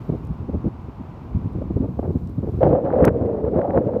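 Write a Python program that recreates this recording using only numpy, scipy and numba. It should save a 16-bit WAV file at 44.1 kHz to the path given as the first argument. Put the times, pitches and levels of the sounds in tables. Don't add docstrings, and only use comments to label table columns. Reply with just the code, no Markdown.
import sys
import numpy as np
from scipy import signal
from scipy.fft import rfft, irfft
from scipy.io import wavfile
from scipy.ndimage import uniform_filter1d
from numba import njit

SR = 44100
rng = np.random.default_rng(int(sys.argv[2]) if len(sys.argv) > 2 else 0)


def put_to_file(sound):
    columns = np.atleast_2d(sound).T
    safe = np.clip(columns, -1, 1)
    whole_steps = np.round(safe * 32767)
    wavfile.write(sys.argv[1], SR, whole_steps.astype(np.int16))


N = 176400
T = np.arange(N) / SR


def undb(db):
    return 10 ** (np.asarray(db) / 20)


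def unit(x):
    return x / np.sqrt(np.mean(x ** 2))


def curve(table, column=1):
    rows = np.array(table)
    return np.interp(T, rows[:, 0], rows[:, column])


def noise(spectrum, swirl=1):
    hz, db = np.array(spectrum).T
    bins_hz = np.maximum(np.fft.rfftfreq(N, 1 / SR), 1)
    gain = undb(np.interp(np.log(bins_hz), np.log(hz), db))
    return unit(irfft(rfft(swirl * rng.standard_normal(N)) * gain, N))


def flutter(rate_hz, depth_db):
    hold = max(int(SR / rate_hz), 2)
    steps = np.repeat(rng.standard_normal(N // hold + 1), hold)
    smooth = uniform_filter1d(uniform_filter1d(steps, hold), hold)[:N]
    return unit(undb(depth_db * unit(smooth)))


def add(out, start_s, x):
    i = max(int(start_s * SR), 0)
    out[i:i + len(x)] += x[:max(N - i, 0)]


# frequency in Hz, relative density in dB.
DRIFT_SPECTRUM = [(100, -6), (500, -6), (750, -2.5), (980, -1.5), (1300, -9.5), (1750, -21), (2400, -21),
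                  (3300, -28.5), (4800, -35), (7000, -42), (10000, -52.5), (15000, -59)]
# time in seconds, level in dB.
DRIFT_LEVELS = [(0, -46), (.4, -47.5), (1.2, -46.5), (1.7, -48.5), (2.25, -52.5), (2.6, -48.5), (3.1, -54),
                (4, -56)]
# frequency in Hz, relative density in dB.
POWDER_SPECTRUM = [(1000, -16.5), (4000, 4.5), (7000, -4), (10000, -5.5), (13000, -3.5), (15000, 1.5),
                   (17000, -21.5)]
# time in seconds, level in dB.
POWDER_LEVELS = [(0, -70.5), (.5, -78), (1.7, -76), (2.2, -70.5), (2.4, -74.5), (2.57, -69.5), (2.7, -78.5),
                 (4, -75)]

def drifting_snow():
    breeze = flutter(rate_hz=14, depth_db=0.3)
    hiss = noise(DRIFT_SPECTRUM, breeze) * undb(curve(DRIFT_LEVELS))
    sizzle = noise(POWDER_SPECTRUM) * undb(curve(POWDER_LEVELS))
    return hiss + sizzle


# frequency in Hz, relative density in dB.
LIGHT_WIND_SPECTRUM = [(20, -30), (35, -18.5), (55, -6.5), (85, -2), (190, -9.5), (320, -16.5),
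                       (500, -26.5), (1000, -50.5), (3000, -81), (10000, -115)]
# frequency in Hz, relative density in dB.
STRONG_WIND_SPECTRUM = [(20, -31), (40, -20), (70, 0), (180, 1.5), (350, 0.5), (600, -5), (1000, -40.5),
                        (2000, -46), (5000, -64.5), (10000, -105)]
# time in seconds, level in dB.
RUMBLE_LEVELS = [(0, -33.5), (.6, -30), (.8, -36), (1.25, -33), (1.6, -26.5), (2.1, -31.5), (2.32, -31.5),
                 (2.56, -27.5), (2.7, -16.5), (2.82, -26), (3.0, -20.5), (3.15, -25.5), (3.5, -25.5),
                 (3.66, -26.5), (3.76, -26), (4, -22.5)]

def rumble(gusting):
    light = noise(LIGHT_WIND_SPECTRUM, flutter(rate_hz=70, depth_db=2))
    strong = noise(STRONG_WIND_SPECTRUM, flutter(rate_hz=130, depth_db=3.2))
    return undb(curve(RUMBLE_LEVELS)) * (light * (1 - gusting) + strong * gusting)


# start in seconds, length in seconds, level in dB, upper edge in Hz.
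EDDY_HITS = [(0.095, 0.011, -15, 318), (0.121, 0.045, -23.5, 406), (0.301, 0.02, -20.5, 190),
             (.487, 0.017, -22, 400), (0.535, 0.021, -21, 390), (0.643, 0.044, -19, 344),
             (0.885, 0.015, -28.5, 330), (0.998, 0.017, -28, 220), (1.348, 0.029, -16.5, 184),
             (1.445, 0.032, -21.5, 210), (1.552, 0.036, -28.5, 412), (1.607, .022, -26, 480),
             (1.63, 0.015, -33.5, 400), (1.702, 0.015, -20.5, 420), (1.734, 0.033, -18.5, 100),
             (1.765, 0.02, -20, 370), (1.799, 0.017, -16.5, 259), (1.819, 0.049, -23.5, 476),
             (1.881, 0.016, -24, 387), (1.99, 0.0089, -16.5, 556), (2.026, 0.043, -26.5, 640),
             (2.075, 0.038, -20, 416), (2.122, 0.053, -21, 330), (2.239, 0.037, -26.5, 200),
             (2.381, 0.013, -17.5, 330), (2.429, 0.019, -22, 486), (2.469, 0.029, -24.5, 430),
             (2.533, 0.018, -29.5, 400), (2.588, 0.0063, -18, 328), (2.623, 0.024, -20, 680),
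             (2.653, 0.025, -13.5, 614), (2.707, 0.026, -16, 600), (3.022, 0.034, -12, 429),
             (3.042, 0.049, -23, 1180), (3.068, 0.021, -10.5, 456), (3.112, 0.01, -18.5, 374),
             (3.141, 0.0089, -21.5, 520), (3.207, 0.022, -17.5, 497), (3.244, 0.0077, -23.5, 620),
             (3.33, 0.0074, -25, 600), (3.372, .008, -22.5, 560), (3.441, 0.0076, -17, 477.4),
             (3.476, .008, -22, 544.4), (3.529, 0.005, -18, 420), (3.555, 0.039, -16.5, 500),
             (3.706, 0.0077, -22, 650), (3.756, 0.036, -17.5, 600)]

def buffets(low_hz=59.3, tilt=0.28, rolloff_order=3.69, edge_s=0.003, size=16384):
    out = np.zeros(N)
    t = (np.arange(size) - size // 64) / SR
    pad = size // 8
    hz = np.maximum(np.fft.rfftfreq(size, 1 / SR), 1)
    low_cut = 1 / np.hypot(1, (low_hz / hz) ** 5)
    swirl = flutter(rate_hz=130, depth_db=3)
    for start_s, length_s, db, edge_hz in EDDY_HITS:
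        high_cut = 1 / np.hypot(1, (hz / edge_hz) ** rolloff_order)
        envelope = (1 + np.tanh(t / edge_s)) * (1 - np.tanh((t - length_s) / edge_s))
        push = rng.standard_normal(size) * envelope * np.roll(swirl, -int(start_s * SR))[:size]
        burst = irfft(rfft(np.roll(push, pad)) * hz ** -tilt * low_cut * high_cut)
        rms = np.sqrt(np.sum(burst ** 2) / (length_s * SR))
        add(out, start_s + t[0] - pad / SR, undb(db) * burst / rms)
    return out


def snaps(table, low_hz, decay_s, size=1024):
    out = np.zeros(N)
    t = np.arange(size) / SR
    front = t == 0
    for start_s, peak_db, edge_hz in table:
        scratch = 0.086 * rng.standard_normal(size) * np.exp(-t / decay_s)
        band = signal.butter(4, [low_hz, edge_hz], "band", fs=SR, output="sos")
        snap = signal.sosfilt(band, front - scratch)
        add(out, start_s, undb(peak_db) * snap / np.abs(snap).max())
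    return out


# start in seconds, peak in dB, upper edge in Hz.
GRAIN_HITS = [(.2513, -44, 15000), (.2718, -47, 12000), (.82, -55, 12000), (1.5304, -52, 13000),
              (2.274, -44, 9000), (2.2965, -46, 15000), (3.0523, -12.5, 15300), (3.0808, -44, 14900)]

def snow_ticks():
    return snaps(GRAIN_HITS, low_hz=2300, decay_s=0.0012)


# start in seconds, peak in dB, upper edge in Hz.
HARD_BLOWS = [(1.992, -30, 1230), (2.864, -29, 1680), (2.904, -23, 1560), (2.927, -30.5, 1900),
              (3.0425, -16.5, 1895), (3.047, -13, 2020), (3.078, -11, 1600), (3.0808, -14.5, 2300),
              (3.088, -19, 1660), (3.0925, -25, 1750), (3.6165, -26, 1880), (3.7065, -26, 1977),
              (3.7755, -16, 1622)]

def wind_cracks():
    return snaps(HARD_BLOWS, low_hz=650, decay_s=0.0002)


@njit
def resonate(x, centre_hz, width_hz):
    y = np.empty(len(x))
    band_state, low_state = 0., 0.
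    for i in range(len(x)):
        gain = np.tan(np.pi * centre_hz[i] / SR)
        damping = width_hz / centre_hz[i]
        band = (band_state + gain * (x[i] - low_state)) / (1 + gain * (gain + damping))
        band_state = 2 * band - band_state
        low_state += 2 * gain * band
        y[i] = damping * band
    return y


def vortices(centre_hz, width_hz=221.0, top_hz=1420, steady_s=0.076):
    air = signal.sosfilt(signal.butter(2, top_hz, fs=SR, output="sos"), rng.standard_normal(N))
    band = resonate(resonate(air, centre_hz, width_hz), centre_hz, width_hz)
    power = uniform_filter1d(band ** 2, int(steady_s * SR))
    return band / np.sqrt(power + 1e-12)


# time in seconds, hoot pitch in Hz, roar centre in Hz, drive in dB.
PORT_FLOW = [(2.62, 506.2, 620, -14), (2.665, 520.2, 640, -17), (2.72, 504.4, 640, -16),
             (2.77, 514.8, 620, -16), (2.795, 513.5, 600, -24), (2.835, 525.3, 600, -23),
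             (2.86, 527.3, 690, -16.5), (2.905, 531.3, 713, -17), (2.935, 511.2, 600, -22.5),
             (2.955, 503.5, 620, -14.5), (3.02, 494.7, 620, -13), (3.11, 490, 580, -23),
             (3.265, 480, 550, -21.5), (3.31, 467.9, 560, -23.5), (3.355, 458.6, 540, -23.5),
             (3.38, 446.3, 520, -23), (3.425, 422, 520, -25.5), (3.485, 465.7, 540, -18.5),
             (3.515, 429.6, 520, -35), (3.56, 456, 560, -16.5), (3.6, 524.3, 640, -18.5),
             (3.635, 540, 740, -18), (3.662, 564.7, 680, -18.5), (3.685, 568.7, 730, -24.5),
             (3.73, 552, 740, -20), (3.765, 530, 680, -15), (3.82, 494.5, 560, -21), (3.915, 460, 553, -23),
             (4, 500, 580, -24.5)]
# frequency in Hz, relative density in dB.
RASP_SPECTRUM = [(400, -13), (750, 1), (1000, -2), (1200, -3.5), (1420, -7.5), (1900, -16.5), (2800, -31.5),
                 (4500, -40.5), (7000, -63), (15000, -95.5)]

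def gust(gusting, hoot_db=-3.5, roar_db=-7.5, rasp_db=-17, rasp_exponent=1.51):
    drive = undb(curve(PORT_FLOW, column=3))
    shake = flutter(rate_hz=110, depth_db=1.9)
    hoot_hz = curve(PORT_FLOW, column=1) * flutter(rate_hz=230, depth_db=0.56)
    roar_hz = curve(PORT_FLOW, column=2)
    tone = np.sqrt(2) * np.sin(2 * np.pi * np.cumsum(hoot_hz) / SR)
    hoot = undb(hoot_db) * tone * flutter(rate_hz=120, depth_db=3.5)
    roar = undb(roar_db) * vortices(roar_hz) * flutter(rate_hz=140, depth_db=3.5)
    rasp = undb(rasp_db) * noise(RASP_SPECTRUM, flutter(rate_hz=220, depth_db=4))
    return gusting * shake * (drive * (hoot + roar) + drive ** rasp_exponent * rasp)


def scene(gust_start_s=2.603, gust_rise_s=0.015):
    gusting = np.clip((T - gust_start_s) / gust_rise_s, 0, 1)
    crackle = wind_cracks() + snow_ticks()
    return (drifting_snow() + rumble(gusting) + buffets() + gust(gusting) + crackle)[None]


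def record(dry):
    fade_s, ceiling, top_hz = 0.004, 0.83, 15400
    fade = np.minimum(T / fade_s, 1)
    limited = dry / (1 + (dry / ceiling) ** 8) ** (1 / 8)
    low_pass = signal.ellip(10, 0.2, 80, top_hz, fs=SR, output="sos")
    return signal.sosfilt(low_pass, fade * limited)


dry = scene()
out = record(dry)
put_to_file(out)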